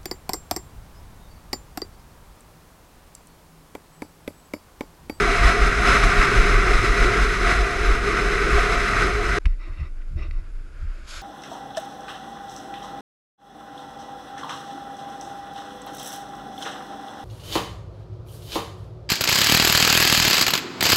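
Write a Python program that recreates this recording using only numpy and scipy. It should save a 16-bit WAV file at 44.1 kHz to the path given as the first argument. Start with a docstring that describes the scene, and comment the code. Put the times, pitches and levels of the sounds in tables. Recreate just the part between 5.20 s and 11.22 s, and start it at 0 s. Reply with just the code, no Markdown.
"""A longboard rides downhill: shared road bumps shake noise through deck, housing and grit resonances.
It carries a camera in a sealed housing; its mount adds a low, unsteady tone, and wind thuds beneath.
The ride cuts off; the camera is then held at the roadside, where it wobbles and is rubbed and knocked.
There another board rolls up and hisses past as patchy resonant noise, over quiet open air."""
import sys
import numpy as np
from scipy import signal
from scipy.fft import rfft, irfft
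from scipy.io import wavfile
from scipy.ndimage import uniform_filter1d

SR = 44100
rng = np.random.default_rng(int(sys.argv[2]) if len(sys.argv) > 2 else 0)


def boost(x):
    """Linear amplitude factor 10**(x/20) for a level x in decibels (scalar or array-like)."""
    u = np.asarray(x, float) / 20
    return 10 ** u


def wav_record(signal):
    """Record a signal, one row per channel, as 16-bit PCM in the file named by sys.argv[1]."""
    frames = np.transpose(np.atleast_2d(signal))
    bounded = np.clip(frames, -1, 1)
    # unit amplitude maps onto the largest positive 16-bit level
    quanta = np.round(bounded * 32767).astype(np.int16)
    wavfile.write(sys.argv[1], SR, quanta)


N = 265482
T = np.arange(N) / SR
CUT_S = 4.187  # the ride ends and the roadside begins

# resonances of the held housing: (frequency [Hz], width [Hz], relative level [dB])
SHELL = [(331, 42, 1.5), (622, 110, -8.5), (1220, 320, -4.5), (1994, 170, 2), (2330, 250, -4),
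         (2650, 280, -4), (3760, 270, -19.5), (4400, 300, -23), (5320, 470, -24.5)]
# jolt of the first knock: (time [s], level [dB], frequency [Hz], decay to either side [cycles])
JOLT = (4.2645, -7.5, 44, .45)


def level(x):
    """Scale to rms 1."""
    return x / np.sqrt(np.mean(x ** 2))


def columns(table):
    """Every column after the first as a curve over time."""
    s, *cols = np.transpose(table)
    return [np.interp(T, s, c) for c in cols]


def shape(x, power):
    """Filter with the minimum-phase response that has this power at each Hz, built from its cepstrum."""
    size = 8192
    hz = np.fft.rfftfreq(size, 1 / SR) + 1  # the offset avoids log(0)
    cepstrum = irfft(.5 * np.log(power(hz) + 1e-12))
    # folding onto positive times makes the response causal
    cepstrum[1:size // 2] *= 2
    cepstrum[size // 2 + 1:] = 0
    response = irfft(np.exp(rfft(cepstrum)))
    return signal.fftconvolve(x, response)[:N]


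def ring(x, modes, steep=1.48):
    """Excite a body with these resonances; a higher steep gives each peak steeper skirts."""
    def power(f):
        return sum(boost(db) ** 2 / (1 + (2 * (f - hz) / width) ** 2) ** steep for hz, width, db in modes)
    return shape(x, power)


def colour(x, points):
    """Filter to a smooth spectrum drawn through (Hz, dB) points."""
    hz, db = np.transpose(points)
    return shape(x, lambda f: boost(2 * np.interp(np.log(f), np.log(hz), db)))


def walk(rate):
    """Random levels held 1 / rate s and smoothed twice; rms 1."""
    k = int(SR / rate)
    held = np.repeat(rng.standard_normal(N // k + 1), k)
    return level(uniform_filter1d(uniform_filter1d(held, k), k)[:N])


def grain(patchy_db, rate):
    """Dense contact noise whose strength comes in patches."""
    return level(rng.standard_normal(N) * boost(patchy_db * walk(rate)))


def swells(events, gain):
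    """Sum of bell-shaped swells, each as long as the span between its 1/e points."""
    return sum(gain(db) * np.exp(-(2 * (T - s) / length) ** 2) for s, length, db in events)


def thuds(modes, patchy_db):
    """Dull low thuds: slowly patchy noise through low resonances."""
    return level(ring(grain(patchy_db, 12), modes, steep=2.47))


def unsteady_tone(table, events, drift, flutter_db, buffet_db):
    """A low tone that wanders in pitch, flutters and swells, over deep buffeting."""
    hz, resting_db = columns(table)
    phase = 2 * np.pi * np.cumsum(hz * (1 + drift * walk(30))) / SR
    tone = level(boost(flutter_db * walk(45)) * np.sin(phase))
    buffet = level(ring(rng.standard_normal(N), [(23.8, 20, 0.012)], steep=2.67))
    return (boost(resting_db) + swells(events, boost)) * (tone + boost(buffet_db) * buffet)


def open_air():
    """Quiet roadside air: slightly uneven noise with a smooth spectrum."""
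    # spectrum of the air: (frequency [Hz], relative density [dB per Hz])
    air_spectrum = [(59, -45), (100, -14), (162, -8.5), (320, -5), (870, -20), (1830, -32), (2060, -18),
                    (3070, -32.5), (12000, -34), (15600, -74), (22000, -120)]
    return boost(-58) * level(colour(grain(0.84, 10), air_spectrum))


def other_board():
    """A dull roll from afar; the bright wheel hiss comes only when the board is alongside."""
    # approach of the board: (time [s], rolling level [dB], wheel hiss level [dB])
    passing = [(4.2, -61.5, -68), (5.2, -60, -71.5), (5.75, -53.5, -65.5), (5.866, -52, -57),
               (5.878, -44, -45), (5.91, -49, -42), (5.935, -41.5, -44), (5.97, -46, -39.5),
               (6.02, -49, -45)]
    # resonances of the roll: (frequency [Hz], width [Hz], relative level [dB])
    roll_modes = [(330, 28, 1), (600, 110, -2), (1450, 390, 4), (2350, 900, -6.5), (4850, 730, -15.5)]
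    # bands of the wheel hiss: (frequency [Hz], width [Hz], relative level [dB])
    hiss_modes = [(2320, 450, -2), (3500, 1200, 0), (4500, 690, -2), (5200, 400, -0.5), (6900, 1400, -3.5),
                  (11100, 1900, -12)]
    roll_db, hiss_db = columns(passing)
    roll = level(ring(grain(2.1, 30), roll_modes))
    hiss = level(ring(grain(1.5, 70), hiss_modes))
    return boost(roll_db) * roll + boost(hiss_db) * hiss


def hand_wobble():
    """A low, unsteady tone of the held camera wobbling; it comes up just after the jolt."""
    # tone of the wobble: (time [s], central pitch [Hz], resting level [dB])
    wobble_curve = [(4.3, 30.43, -30), (4.55, 29.43, -37), (4.7, 27.35, -31.5), (5.1, 26.3, -29.5),
                    (5.3, 27.3, -32.5), (5.55, 30.4, -33), (5.8, 29.1, -38), (6.02, 29.3, -39)]
    # swells of the low tone: (middle [s], length [s], level [dB])
    wobble_swells = [(4.287, 0.16, -23), (4.504, 0.038, -26), (4.787, 0.039, -36), (5.17, 0.043, -25),
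                     (5.312, .08, -36), (5.62, 0.05, -31), (5.706, 0.082, -28)]
    onset = np.interp(T - JOLT[0], [.01, .03], [.3, 1])
    return unsteady_tone(wobble_curve, wobble_swells, drift=0.049, flutter_db=0.8, buffet_db=-5) * onset


def grip_bumps():
    """The gripping hand bumps the housing dully over a faint bed of the same thuds."""
    # bumps of the grip: (middle [s], length [s], level [dB])
    grip = [(4.31, .05, -36), (4.515, 0.063, -31), (4.62, 0.064, -30), (4.95, 0.082, -31), (5.03, .07, -31),
            (5.09, .05, -36), (5.2, .18, -34), (5.4, .06, -44), (5.64, .06, -42), (5.97, .1, -49)]
    still_db = -50.5
    thud = thuds([(66, 36, -0.5), (122, 112, -19)], 2.7)
    return (boost(still_db) + swells(grip, boost)) * thud


def finger_strokes():
    """Sliding fingers ring the shell; where they press decides which modes speak."""
    # strokes: (full strength reached [s], length [s], low modes [dB], 1.2 kHz mode [dB], middle modes [dB])
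    strokes = [(4.269, 0.056, -60, -68, -53), (4.41, 0.053, -56, -55, -50), (4.474, 0.027, -50, -52.5, -57),
               (4.534, 0.046, -60, -59, -55.5), (4.6, .07, -52, -51.5, -52),
               (4.985, 0.039, -42, -54.5, -48), (5.029, .04, -53, -55, -51),
               (5.134, 0.066, -57.5, -57, -57)]
    attack_s, release_s, fade_db_s = 0.036, .018, -27
    high_db = -11  # high modes relative to the middle ones
    slides = []
    for modes in (SHELL[:2], SHELL[2:3], SHELL[3:6], SHELL[6:]):
        voices = [boost(1.5 * walk(16)) * ring(grain(1.9, 110), [mode], steep=1.67) for mode in modes]
        slides.append(level(sum(voices)))
    out = np.zeros(N)
    for s, length, low_db, one_db, middle_db in strokes:
        attack = np.clip((T - s) / attack_s + 1, 0, 1) ** 2
        release = np.exp(-np.maximum(T - s - length, 0) / release_s)
        fade = boost(fade_db_s * np.clip(T - s, 0, length))
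        levels_db = (low_db, one_db, middle_db, middle_db + high_db)
        out += attack * release * fade * sum(boost(db) * slide for db, slide in zip(levels_db, slides))
    return out


def knocks():
    """Knocks rattle the same shell: short noise bursts through its middle and high modes."""
    # knocks: (time [s], peak level [dB], rattle time constant [ms], high modes' brightness [dB])
    knock_table = [(4.2555, -19, 2.2, 3), (4.2647, -33, 1.9, 11), (4.812, -46.5, 7.6, -20),
                   (5.11, -30, 1.1, 11.5)]
    chatter = rng.standard_normal(N)
    out = np.zeros(N)
    for s, db, ms, bright_db in knock_table:
        age = np.maximum(T - s, 0) * 1000 / ms
        rattle = chatter * age ** 0.33 * np.exp(-age)
        body = ring(rattle, SHELL[2:6], steep=1.02)
        edge = ring(rattle, SHELL[6:], steep=2.2)
        tick = body + boost(bright_db) * edge
        out += boost(db) * tick / np.abs(tick).max()
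    return out


def jolt():
    """The first knock jolts the camera: a brief low swing under a bell envelope."""
    s, db, hz, cycles = JOLT
    turn = (T - s) * hz
    swing = np.sin(2 * np.pi * turn + .5) * np.exp(-(turn / cycles) ** 2)
    # the rebound stops short against the hand: a pointed crest
    crest = 0.21 * np.exp(-(np.abs(turn - .09) / 0.066) ** 1.8)
    return boost(db) * (swing + crest)


def riding_wind():
    """Wind thuds low and unevenly during the ride."""
    # strength of the wind: (time [s], level [dB])
    wind = [(0, -39), (.7, -36.5), (1.3, -31), (1.9, -35), (2.4, -40.5), (3.2, -38), (3.7, -39.5),
            (4.18, -37.5)]
    return boost(columns(wind)[0]) * thuds([(77.4, 23, -5), (109.0, 23.0, -1.5)], 4.0)


def mount_tone():
    """A low, unsteady tone of the mount, swelling and fading irregularly."""
    # tone of the mount: (time [s], central pitch [Hz], resting level [dB])
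    tone_curve = [(0, 41, -27), (.6, 44.96, -29), (1.05, 36.1, -31), (1.6, 42.42, -36.5), (2.45, 46, -33),
                  (2.7, 41.6, -30), (2.95, 45.1, -30.5), (3.55, 45.1, -30.5), (3.7, 39, -29),
                  (4.18, 43.1, -28)]
    # swells of the low tone: (middle [s], length [s], level [dB])
    tone_swells = [(0.103, 0.089, -28), (0.236, 0.077, -17.5), (0.422, 0.1, -17), (0.594, 0.058, -25),
                   (0.705, 0.062, -19.5), (0.846, .1, -16.5), (0.986, 0.051, -15), (1.196, 0.057, -12.5),
                   (1.3, 0.11, -18.5), (1.392, 0.086, -19), (1.535, 0.13, -15), (1.696, 0.062, -17.5),
                   (1.824, 0.11, -19), (2.055, 0.15, -18.5), (2.256, 0.11, -22.5), (2.402, 0.079, -18),
                   (2.604, 0.086, -24.5), (2.698, 0.063, -18), (2.845, 0.055, -28), (3.079, 0.2, -27),
                   (3.227, 0.075, -24), (3.375, 0.13, -19.5), (3.56, 0.13, -26), (3.85, 0.14, -29),
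                   (4.04, 0.13, -30.5)]
    return unsteady_tone(tone_curve, tone_swells, drift=0.121, flutter_db=2.5, buffet_db=-5)


def ride():
    """Stones in the asphalt shake wheels, deck and housing together, so all bands share the bumps."""
    # rolling noise between its swells: (time [s], level [dB])
    rolling_curve = [(0, -22), (.5, -22), (.9, -21), (1.3, -20), (1.45, -25), (2.0, -24), (2.8, -26),
                     (3.1, -23.5), (3.2, -24.5), (3.6, -24), (4.05, -26.5), (4.18, -24.5)]
    # brief swells of the rolling noise: (middle [s], length [s], added level [dB])
    rolling_swells = [(.27, 0.094, 3.5), (.47, 0.039, 2), (.7, 0.12, 6.5), (.84, 0.02, 4.5),
                      (1.03, 0.08, 3.5), (1.18, 0.034, 1.5), (1.5, 0.14, 4.5), (1.65, .05, 4),
                      (1.82, 0.097, 4), (2.03, 0.09, 2), (2.32, 0.14, 5), (3.39, 0.12, 4), (3.54, 0.053, 2),
                      (3.82, 0.13, 3.5)]
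    # hum of the deck: (time [s], low modes level [dB], high mode level [dB])
    hum = [(0.0, -22, -41), (0.07, -28.5, -26), (0.14, -32, -33.5), (0.3, -32.5, -26), (0.33, -29.5, -33),
           (0.7, -30.5, -28.5), (0.81, -32.5, -29.5), (1.44, -26, -38), (1.49, -21, -27.5),
           (1.61, -37.5, -40), (1.64, -22, -39), (1.77, -32.5, -38), (1.85, -23.5, -34), (2.19, -31, -43),
           (2.27, -29, -30.5), (2.76, -30.5, -38.5), (2.78, -28, -37.5), (3.34, -26.5, -39.5),
           (3.38, -32, -25.5), (3.43, -28, -33), (3.72, -35.5, -35), (3.85, -26, -35.5), (4.1, -34.5, -41),
           (4.18, -26, -36.5)]
    # random wander of the hum: (low modes [dB], high mode [dB])
    hum_wander_db = (0.5, 1.47)
    # resonances of the deck, two low and one high: (frequency [Hz], width [Hz], relative level [dB])
    deck_modes = [(359, 66, -9), (409.8, 33.4, 0), (700.5, 40, -7)]
    # resonances of the housing: (frequency [Hz], width [Hz], relative level [dB])
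    housing_modes = [(1284, 391, -2), (1486, 400, -3.5), (1955, 260, -5.5), (2120, 760, -7.5),
                     (2530, 780, -15)]
    # bands of the grit's hiss: (frequency [Hz], width [Hz], relative level [dB])
    grit_modes = [(3610, 1020, -2.5), (4000, 110, 2), (4500, 130, -14), (5155, 120, 1.5), (6210, 360, -6),
                  (7800, 1000, -14), (10950, 1900, -19)]
    # road noise under the resonances: (frequency [Hz], relative density [dB per Hz])
    road_spectrum = [(60, 1), (110, -4.5), (175, -2.5), (260, -6.5), (600, -12), (900, -30), (3000, -22.5),
                     (6000, -26.5), (12000, -41)]
    average_db, average_grit_db = -22.5, -35.5  # average rolling level and the hiss that goes with it
    grit_slope, road_db = 1.01, -7  # dB of hiss per dB of rolling; road relative to housing

    rolling_db = columns(rolling_curve)[0] + swells(rolling_swells, float) + 0.7 * walk(24.87)
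    grit_db = average_grit_db + grit_slope * (rolling_db - average_db) + 0.61 * walk(9)
    low_db, high_db = (db + wander_db * walk(12) for db, wander_db in zip(columns(hum), hum_wander_db))
    bumps = boost(.5 * walk(24.61) + 0.45 * walk(180))
    low = level(ring(bumps * grain(0.4, 40), deck_modes[:2], steep=1.37))
    high = level(ring(bumps * grain(0.4, 40), deck_modes[2:], steep=1.37))
    housing = level(ring(bumps * grain(0.38, 60), housing_modes, steep=2.4))
    grit = level(ring(bumps * grain(0.36, 90), grit_modes, steep=1.0))
    road = level(colour(bumps * grain(0.27, 30.17), road_spectrum))
    rolling = boost(rolling_db) * (housing + boost(road_db) * road)
    deck = boost(low_db) * low + boost(high_db) * high
    return rolling + deck + boost(grit_db) * grit


def scene():
    """The ride, a hard cut, then the roadside fading in within 12 ms."""
    riding = ride() + mount_tone() + riding_wind()
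    handling = grip_bumps() + finger_strokes() + knocks() + jolt()
    roadside = hand_wobble() + handling + other_board() + open_air()
    ride_gain = np.clip((CUT_S - T) / 0.0018, 0, 1)
    roadside_gain = np.clip((T - CUT_S) / 0.012, 0, 1)
    return (riding * ride_gain + roadside * roadside_gain)[None]


def roll_off(x):
    """The treble ends steeply here."""
    return signal.sosfilt(signal.butter(12, 12190, fs=SR, output="sos"), x)


def record(dry):
    """The microphone drops the deepest bass and the top."""
    x = signal.sosfilt(signal.butter(2, 16, "high", fs=SR, output="sos"), dry)
    x = signal.sosfilt(signal.butter(12, 11500, fs=SR, output="sos"), x)
    return roll_off(x)


dry = scene()
out = record(dry)
wav_record(out)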